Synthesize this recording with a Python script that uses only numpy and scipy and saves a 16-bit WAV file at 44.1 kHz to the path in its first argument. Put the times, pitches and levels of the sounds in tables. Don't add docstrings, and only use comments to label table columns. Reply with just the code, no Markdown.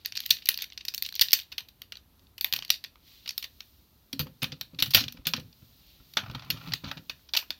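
import sys
import numpy as np
from scipy import signal
from scipy.fft import rfft, irfft, next_fast_len
from scipy.io import wavfile
from scipy.ndimage import uniform_filter1d

SR = 44100
rng = np.random.default_rng(int(sys.argv[2]) if len(sys.argv) > 2 else 0)


def wrap_up_sound(samples):
    columns = np.atleast_2d(samples).T
    tamed = np.clip(columns, -1, 1)
    steps = np.round(tamed * 32767).astype(np.int16)
    wavfile.write(sys.argv[1], SR, steps)


N = 334701


def amp(db):
    return 10 ** (np.asarray(db) / 20)


def rms_one(x):
    return x / np.sqrt(np.mean(x ** 2) + 1e-20)


def in_time(rows):
    s, *columns = np.transpose(rows)
    return [np.interp(np.arange(N) / SR, s, column) for column in columns]


def at_hz(points, hz):
    points = np.array(points)
    return np.interp(np.log(hz), np.log(points[:, 0]), points[:, 1])


def coloured(spectrum):
    size = next_fast_len(N)
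    hz = np.maximum(np.fft.rfftfreq(size, 1 / SR), 1)
    white = rfft(rng.standard_normal(size))
    return rms_one(irfft(white * amp(at_hz(spectrum, hz)), size)[:N])


def flicker(rate, depth_db):
    knots = rng.standard_normal(2000)
    return amp(depth_db * np.interp(np.arange(N) / SR * rate, np.arange(len(knots)), knots))


def add(out, sound, s):
    i = round(s * SR)
    out[i:i + len(sound)] += sound[:N - i]


def fade(t, t60):
    return amp(-60 * t / np.maximum(t60, .002))


def both_db(a_db, b_db):
    return 10 * np.log10(amp(2 * a_db) + amp(2 * b_db))


def lingering(events, t60):
    power = np.zeros(N)
    for s, peak_db, *_ in events:
        power[round(s * SR)] += amp(2 * peak_db)
    keep_per_sample = amp(-2 * 60 / (t60 * SR))
    return 10 * np.log10(signal.lfilter([1], [1, -keep_per_sample], power + 1e-18) + 1e-14)


# start t/s, basic low body of contacts level/dB, change to upper board modes level/dB,
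# ring time relative to the bare shell [times]
HANDLING_STAGES = [(0, -29.5, -5.5, 1.15), (1.45, -19.5, -6.5, 1.3), (4.05, -16, 2, 1.9),
                   (5.42, -17.5, -7.5, 1.8), (6.15, -10.5, 1.5, 2.3), (6.45, -14.5, -5.5, 1.6),
                   (6.8, -8.5, -6.5, 1.66), (7.05, -14, 8, 1.5)]


def handled(s):
    return [colour for start, *colour in HANDLING_STAGES if start <= s][-1]


def low_body_db(s, peak_db, centre_hz):
    pitch_db = -22.5 * np.log2(centre_hz / 3800)
    force_db = -0.2158 * (peak_db + 22.5)
    return handled(s)[0] + pitch_db + force_db


# f/Hz, basic level/dB
SHELL_MODES = [(620, -7), (850, -3), (1140, 0.5), (1400, 2), (1900, -0.5), (2200, -1), (2450, 2.5),
               (2900, 1.5), (3250, 1.15), (3600, 1.5), (3900, 0), (4200, 2.5), (4600, 4.5), (4950, -2),
               (5270, -1), (5760, 2.5), (6300, -1), (7000, -2), (8200, -3), (9600, 1), (10900, -7),
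               (11700, 5), (12500, -2.5), (13200, 3), (13900, -3), (14600, 0.5), (15300, 2.5)]
RING_T60_S, RING_SLOPE = 0.0049, 0.26


def shell_ring(centre_hz, body_db, treble_db, luck, lasting=1):
    hz, mode_db = np.transpose(SHELL_MODES)
    t = np.arange(round(.03 * SR))[:, None] / SR
    lead_db = -9 * np.abs(np.log2(hz / centre_hz))
    brightness = np.clip(np.log2(hz / 6000) / 0.95, 0, 1)
    upper_db = lead_db + brightness * (treble_db - lead_db)
    band_db = np.where(hz < 1500, body_db, upper_db)
    strength = amp(mode_db + band_db + 2.7 * luck[0])
    detuned = hz * (1 + 0.05 * luck[1])
    phase = np.pi * np.arange(len(hz)) + .5 * luck[2]
    t60 = lasting * RING_T60_S * (4000 / hz) ** RING_SLOPE
    rings = strength * fade(t, t60) * np.sin(2 * np.pi * detuned * t + phase)
    return rings.sum(axis=1) * np.minimum(t[:, 0] / 0.00027, 1)


# f/Hz, relative level/dB (per Hz)
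AIR_SPECTRUM = [(20, -32), (35, -6.5), (65, 0.37), (120, -12.5), (250, -14), (450, -23.5), (1000, -27),
                (4000, -42.5), (12000, -28.5), (16500, -39)]


def quiet_air():
    return amp(-62.5) * coloured(AIR_SPECTRUM)


# t/s, skin rubbing level/dB, grinding level/dB
HAND_MOVES = [(0, -66, -58), (.12, -85, -66), (.23, -51, -51), (.6, -69.5, -57), (.85, -85, -72),
              (1.16, -61, -57), (1.5, -74.5, -67.5), (2.0, -77.5, -70.5), (2.24, -64, -71.5),
              (2.43, -83, -73.5), (2.97, -74, -72), (3.08, -53.5, -54.5), (3.3, -56.5, -58),
              (3.61, -58, -70), (4.1, -64, -78), (4.5, -63.5, -67), (5.22, -68, -64.5), (5.5, -57.5, -76),
              (5.7, -60, -70), (5.9, -58, -56.5), (6.11, -54, -67.5), (6.4, -63, -63), (6.68, -50, -49),
              (6.81, -57.5, -68), (6.88, -53, -51), (7.08, -60.5, -70.5), (7.59, -61, -62.5)]
SHAKE_DB, SHAKE_T60_S = -36.5, 0.43
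SHAKE_HISS_DB = -11.5


def hand_levels():
    rub_db, grind_db = in_time(HAND_MOVES)
    shake_db = lingering(CONTACTS, SHAKE_T60_S) + SHAKE_DB
    return both_db(rub_db, shake_db + SHAKE_HISS_DB), both_db(grind_db, shake_db)


def deal_ticks(ticks, spots, centre_hz, body_db, treble_db, lasting=1):
    dealt, out = rng.integers(0, spots, N), np.zeros(N)
    for k, own in enumerate(rng.standard_normal((spots, 3, len(SHELL_MODES)))):
        ring = shell_ring(centre_hz, body_db, treble_db, own, lasting)
        out += signal.oaconvolve(ticks * (dealt == k), ring)[:N]
    return rms_one(out)


def grinding(level_db):
    uneven = np.clip((level_db + 59.5) / 9, .15, 1.3)
    happens = rng.random(N) < 3500 / SR
    size = amp(8.3 * uneven * np.minimum(rng.exponential(1, N), 4))
    ticks = happens * size * rng.choice([-1, 1], N)
    ticks = ticks / np.sqrt(uniform_filter1d(ticks ** 2, size=4000) + 1e-9)
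    sound = deal_ticks(ticks, 12, 3800, -24.0, -16.5)
    return amp(level_db - 8.5) * sound * flicker(60, 4.5) ** uneven


# f/Hz, relative level/dB (per Hz)
RUB_SPECTRUM = [(900, -30), (2000, -11.5), (4000, -1), (8000, -8.5), (13500, -4), (16500, -2)]


def rubbing(level_db):
    return amp(level_db - 6.0) * coloured(RUB_SPECTRUM) * flicker(14, 1.7)


# t/s, middle-band peak level/dB before trim, centre f/Hz,
# treble level/dB relative to the leading modes, time for the chatter to fall 60 dB [ms]
CONTACTS = [(0.0487, -30, 4200, -25, 60), (.059, -17, 4480, -1, 4.1), (.122, -24, 3580, -15, 16),
            (.153, -27.5, 3960, -11, 20), (.162, -26, 4460, -19, 7), (.169, -27.5, 4660, -6.5, 32),
            (0.174, -19, 5710, -34, 8.2), (0.1918, -29.5, 4010, -15, 7), (.2037, -20, 5000, 1.5, 5.4),
            (.2194, -42, 4600, -11, 9), (0.237, -38, 3820, -31, 14), (.255, -31.5, 3620, -16, 36),
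            (0.2613, -23.5, 4120, -1, 6.3), (0.2917, -34, 3040, -10, 68), (.305, -5, 4466, -3, 37),
            (0.309, -7, 4197, -27, 19), (.3477, -38.5, 3730, -3, 32), (0.3682, -31, 3940, -29, 19),
            (0.4218, -37, 3160, -25, 38), (0.457, -26.5, 4300, -7, 16), (0.4707, -32, 3360, -6, 39),
            (.488, -7, 3750, 1.5, 14), (0.5421, -22.5, 4640, -8, 12), (.575, -21, 4600, -2, 6.4),
            (0.588, -26.5, 3100, -25, 27), (0.6, -34, 3140, -18, 14), (0.607, -30, 3440, -20, 33),
            (0.6202, -23.5, 4160, -4, 28), (.633, -30.5, 3580, -22, 11), (.641, -28.5, 3600, -8, 19),
            (0.701, -39, 3580, -28, 15), (0.7222, -35.5, 3430, -28, 9.2), (.7314, -39.5, 3900, -6, 9.5),
            (.7762, -24.5, 4070, -21, 21), (0.8078, -33, 3800, -24, 30), (0.851, -27.5, 4180, -3, 19),
            (.8823, -20.5, 4500, -9.5, 32), (.9218, -42, 4160, -21, 14), (0.9387, -27, 4250, -13, 19),
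            (0.946, -20, 6000, 2, 9.1), (0.9788, -22.5, 5180, -3, 19), (1.0235, -15.5, 4410, 1, 11),
            (1.0337, -33.5, 4930, -3, 21), (1.049, -26, 4530, -28, 39), (1.0625, -24, 4330, -3, 9.6),
            (1.0893, -25, 4410, -9, 8), (1.125, -31, 4894, -5, 7.2), (1.1418, -30.5, 4150, -19, 15),
            (1.1532, -24.5, 4650, 1, 17), (1.161, -24, 4430, -21, 12), (1.1792, -37.5, 4042, -44, 21),
            (1.1944, -11, 3780, -8, 8.2), (1.2114, -5, 4760, 2.2, 19), (1.2156, -5.5, 4550, -6, 26),
            (1.2217, -8, 4010, -19, 9.4), (1.2851, -19, 4212, -24, 9.4), (1.3081, -23, 4250, -6, 6),
            (1.319, -26, 4200, -7, 11), (1.331, 0.2, 5240, -5.5, 24), (1.3886, -27, 4780, -2, 31),
            (1.518, -35, 3630, -10, 35), (1.5223, -29, 3270, -14, 36), (1.5799, -21, 3330, -11, 36),
            (1.6053, -32, 3320, -11.5, 28), (1.686, -40, 3690, -4.5, 23), (1.8183, -31, 3530, -5.5, 11),
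            (1.9215, -26.5, 3370, -17, 27), (1.9545, -33, 3480, -29, 9.1), (1.9704, -33.5, 3750, -10, 11),
            (2.194, -51, 4300, -21, 8), (2.269, -50.5, 3390, -25.5, 8), (2.3805, -31, 3750, -1.5, 18),
            (2.3868, -40.5, 3300, -18, 12), (2.4101, -19, 4130, 3.5, 21), (2.445, -12, 2925, -3.5, 6.8),
            (2.5256, -14.5, 4230, -7.5, 9.5), (2.5361, -14.5, 3292, -7, 13), (2.5622, -20.5, 3510, -8, 21),
            (2.5668, -28.5, 3860, -1, 11), (2.589, -26, 3320, -13.5, 7.6), (2.6238, -25.5, 3160, -21, 9.2),
            (2.6312, -37, 3860, -19, 8.8), (2.649, -27, 3676, -6, 11), (2.68, -37.5, 4130, -8.5, 6),
            (2.6935, -33.5, 3724, -13, 9.5), (2.7029, -3.5, 4350, -8.5, 15), (2.84, -26, 4100, -7, 8.3),
            (2.8465, -27.5, 3970, -25.5, 9), (2.8622, -43, 3600, -24, 15), (2.9566, -47.5, 2510, -15, 8),
            (3.2592, -30.5, 3150, -13.5, 29), (3.2764, -25, 3790, -13, 22), (3.2909, -20, 5140, -12.5, 12),
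            (3.3067, -28, 4440, -7, 7.9), (3.3788, -18.5, 3930, 1.5, 14), (3.4257, -26.5, 3650, -4, 43),
            (3.441, -26.5, 3430, -11.5, 45), (3.605, -30.5, 3600, -17, 13), (4.1287, -22.5, 3700, -7, 28),
            (4.193, -22, 3430, -4, 83), (4.201, -31, 3270, 7, 60), (4.268, -43, 2660, -14, 48),
            (4.4192, -25.5, 3570, -17, 50), (4.4295, -18, 3120, -4.5, 21), (4.441, -18, 3100, -16, 53),
            (4.5198, -28.5, 3530, -23, 54), (4.611, -23, 3880, -8.5, 21), (4.746, -45, 3870, -18, 24),
            (4.788, -20.5, 3700, -14, 93), (4.799, -23, 4170, -7.5, 43), (4.8234, -8, 3720, -4.5, 35),
            (4.859, -30, 3457, -1, 68), (4.906, -27, 4740, -2, 57), (4.9124, -31.5, 4210, -15, 16),
            (4.936, -16.5, 3900, -10, 75), (4.9467, -2.5, 3240, -4.5, 32), (4.95, -10, 3380, -5, 88),
            (4.9675, -15.5, 3193, -15, 80), (4.9844, -19, 3560, -13, 60), (4.994, -22.5, 4340, -15.5, 48),
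            (5.003, -23.5, 4030, -12, 120), (5.0384, -26, 3520, -16, 34), (5.0815, -26.5, 3900, -20, 17),
            (5.1236, -35, 4340, 0, 18), (5.1706, -44, 2870, -24, 26), (5.253, -28.5, 4000, -26.5, 45),
            (5.2686, -15.5, 3630, -2, 66), (5.2874, -25.5, 3660, -21, 33), (5.3358, -14, 3160, -18, 21),
            (5.363, -28.5, 3560, -14, 57), (5.397, -38, 3760, -4, 45), (5.5275, -48.5, 4390, -11, 20),
            (6.1368, -36.5, 4260, -3, 11), (6.1697, -11.5, 2980, -20, 69), (6.2603, -41, 2470, -22, 49),
            (6.298, -36.5, 2755, -27, 33), (6.312, -39, 3780, -10, 22), (6.3477, -29, 3010, -20, 50),
            (6.394, -34, 3320, -24, 37), (6.421, -41.5, 2970, -29, 58), (6.447, -45, 3900, -9, 30),
            (6.5023, -14, 4030, -7, 43), (6.5719, -38.5, 3000, -18, 60), (6.7203, -26.5, 3600, -32, 36),
            (6.736, -14, 3860, -13, 16), (6.8406, -33, 3140, -28, 120), (6.874, -35.5, 3306, -21, 180),
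            (6.9137, -23.5, 2850, -18, 26), (6.971, -36.5, 3600, -23, 64), (7.0955, -22, 3570, -14, 46),
            (7.194, -56.5, 2630, -22.5, 12.4), (7.2888, -42.5, 3840, -19, 41),
            (7.336, -15, 3630, -15.5, 44), (7.3503, -17, 3140, -19, 23), (7.3653, -15, 4030, -8, 73),
            (7.3725, -8.5, 3760, -7, 26), (7.388, -27, 3900, -13, 93), (7.424, -40, 2470, -25, 30),
            (7.5044, -18, 3350, -13.5, 19)]
TOUCHES_PER_S, SPOTS = 4000, 3


def clicks():
    out, spread, t = np.zeros(N), np.zeros(N), np.arange(round(.06 * SR)) / SR
    luck = rng.standard_normal((len(CONTACTS), SPOTS, 3, len(SHELL_MODES)))
    chance = rng.random((len(CONTACTS), SPOTS, len(t)))
    sizes = rng.standard_normal(chance.shape)
    middle = signal.butter(2, [1500, 7000], "band", fs=SR, output="sos")
    for contact, spots, draws, size in zip(CONTACTS, luck, chance, sizes):
        s, peak_db, centre_hz, treble_db, t60_ms = contact
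        colour = centre_hz, low_body_db(s, peak_db, centre_hz), treble_db
        happens = draws < TOUCHES_PER_S / SPOTS / SR
        touches = happens * size * amp(-2) * fade(t, t60_ms / 1000)
        touches[0, 0] = 1
        lasting = handled(s)[2]
        sound = sum(signal.fftconvolve(touch, shell_ring(*colour, spot, lasting))
                    for touch, spot in zip(touches, spots))
        peak = np.abs(signal.sosfilt(middle, sound)).max()
        add(out, amp(peak_db - 0.5) * sound / peak, s)
        all_round = shell_ring(*colour, spots.mean(axis=0))
        same_energy = np.linalg.norm(sound) / np.linalg.norm(all_round)
        add(spread, amp(peak_db - 1.0) * all_round * same_energy / peak, s)
    return out, spread


# t/s, basic level/dB, f/Hz
PUSHES = [(.302, -45.5, 153), (1.214, -46, 98), (2.213, -51.5, 52.1), (2.528, -40, 117), (2.695, -51, 218),
          (3.254, -54.5, 65), (4.132, -36, 263), (4.198, -27.5, 158), (4.258, -38.5, 161),
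          (4.425, -27, 136), (4.47, -43, 144.4), (4.523, -36.5, 158), (4.607, -42, 121),
          (4.733, -39.5, 173), (4.787, -42, 292), (4.82, -26.5, 129), (4.948, -21, 110),
          (5.009, -33.5, 244), (5.145, -42.5, 171), (5.187, -39.5, 47), (5.265, -31, 165),
          (5.34, -35, 233.7), (5.378, -31, 156.2), (5.449, -49.5, 91.5), (5.623, -45.5, 109),
          (6, -44.5, 70), (6.169, -36, 194), (6.316, -37.5, 166), (6.348, -38, 116), (6.498, -32, 160),
          (6.539, -31, 128), (6.626, -41, 132), (6.673, -34.5, 163), (6.837, -27.5, 140),
          (6.87, -33.5, 131), (6.967, -35.5, 159), (7.09, -49, 48.7), (7.346, -55, 306),
          (7.497, -48.5, 293.6)]
# f/Hz, basic level/dB, time to fall 60 dB [s]
BOARD_MODES = [(59.55, -22.5, .15), (124, -7, 0.027), (241, -7.5, 0.077), (376, -20, 0.078),
               (516.5, -15, 0.07), (760, -26, 0.0074)]
BOARD_SPREAD_DB, BOARD_DETUNE = 2.5, .025


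def thuds():
    out, t = np.zeros(N), np.arange(round(.3 * SR)) / SR
    luck = rng.standard_normal((len(PUSHES), 2, len(BOARD_MODES)))
    rocking = rng.uniform(-1, 1, (len(PUSHES), 2, 2))
    for (s, push_db, hz), (strength, spot), rebounds in zip(PUSHES, luck, rocking):
        upper_db = handled(s)[1]
        swing = fade(t, .08) * np.sin(2 * np.pi * hz * t)
        for (board_hz, board_db, board_t60), chance, shift in zip(BOARD_MODES, strength, spot):
            level_db = board_db + upper_db * (board_hz > 400) + BOARD_SPREAD_DB * chance
            detuned = board_hz * (1 + BOARD_DETUNE * shift)
            swing += amp(level_db) * fade(t, board_t60) * np.sin(2 * np.pi * detuned * t)
        swing = amp(push_db + 2.5) * swing * np.minimum(t / 0.0046, 1)
        add(out, swing, s)
        for delay, size in rebounds:
            add(out, 0.5 * size * swing, s + 0.022 + 0.015 * delay)
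    return out


# f/Hz, relative level/dB (per Hz)
RUMBLE_SPECTRUM = [(24, -49.5), (40, -11.5), (140, 4.5), (219, -12.5), (282, -8.5), (371, -25.5),
                   (450, -21.5), (580, -46.5), (990, -120)]
# t/s, scrape level/dB
SLIDING = [(6.13, -84), (6.22, -53.5), (6.35, -59.5), (6.52, -57.5), (6.6, -58), (6.71, -53), (6.8, -76),
           (6.87, -59), (7.05, -87)]
SLIDE_RUMBLE_DB = 5
ROCK_DB, ROCK_T60_S, ROCK_SCRAPE_DB, ROCK_SCRAPE_T60_S = -15, 0.45, -23.5, 0.15
GRIT_PER_S, GRIT_SPREAD_DB = 1100, 4
GRIT_LASTING = 5


def dragging():
    slide_db, = in_time(SLIDING)
    rumble_db = both_db(slide_db + SLIDE_RUMBLE_DB, lingering(PUSHES, ROCK_T60_S) + ROCK_DB)
    scrape_db = both_db(slide_db, lingering(PUSHES, ROCK_SCRAPE_T60_S) + ROCK_SCRAPE_DB)
    happens = rng.random(N) < GRIT_PER_S / SR
    size = amp(GRIT_SPREAD_DB * np.minimum(rng.exponential(1, N), 3))
    grains = happens * size * rng.choice([-1, 1], N)
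    scrape = deal_ticks(grains, 5, 2100, 2.6, -31.5, GRIT_LASTING)
    rumble = amp(rumble_db) * coloured(RUMBLE_SPECTRUM) * flicker(30, 5.3)
    return rumble + amp(scrape_db) * scrape * flicker(130, 3)


# f/Hz, time to fall 60 dB [s]
ROOM_RING = [(150, 0.32), (1000, .22), (4000, .16), (13000, 0.18)]
ROOM_DB, ECHO_S, ECHO_DB = -12.5, .0032, -11.5


def room(x):
    t, tail = np.arange(round(.4 * SR)) / SR, 0
    edges = 100 * 2. ** np.arange(0, 7.6, .75)
    for low, high in zip(edges, edges[1:]):
        band_filter = signal.butter(2, [low, high], "band", fs=SR, output="sos")
        band = signal.sosfilt(band_filter, rng.standard_normal(len(t)))
        tail = tail + band * fade(t, at_hz(ROOM_RING, np.sqrt(low * high)))
    tail = tail * np.clip((t - .003) / 0.0073, 0, 1)
    tail = amp(ROOM_DB) * tail / np.sqrt(np.sum(tail ** 2))
    tail[round(ECHO_S * SR)] += amp(ECHO_DB)
    return signal.oaconvolve(x, tail)[:N]


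def scene():
    rub_db, grind_db = hand_levels()
    direct_clicks, spread = clicks()
    handling = grinding(grind_db) + thuds()
    answer = room(spread + handling)
    mix = quiet_air() + rubbing(rub_db) + direct_clicks + handling + dragging() + answer
    return mix[None]


# f/Hz, width [Hz], gain level/dB
MICROPHONE_HUMPS = [(4700, 5300, 5), (8690, 5240, -9.5), (13660, 960, 9.5)]


def record(dry):
    dry = signal.sosfilt(signal.butter(2, 45, "high", fs=SR, output="sos"), dry)
    for hz, width_hz, gain_db in MICROPHONE_HUMPS:
        w, lift = 2 * np.pi * hz / SR, np.sqrt(amp(gain_db))
        a = np.tan(np.pi * width_hz / SR)
        above = [1 + a * lift, -2 * np.cos(w), 1 - a * lift]
        below = [1 + a / lift, -2 * np.cos(w), 1 - a / lift]
        dry = signal.lfilter(above, below, dry)
    dry = .95 * np.tanh(dry / .95)
    top_cut = signal.ellip(10, .5, 85, 15900, fs=SR, output="sos")
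    return signal.sosfilt(top_cut, dry)


dry = scene()
out = record(dry)
wrap_up_sound(out)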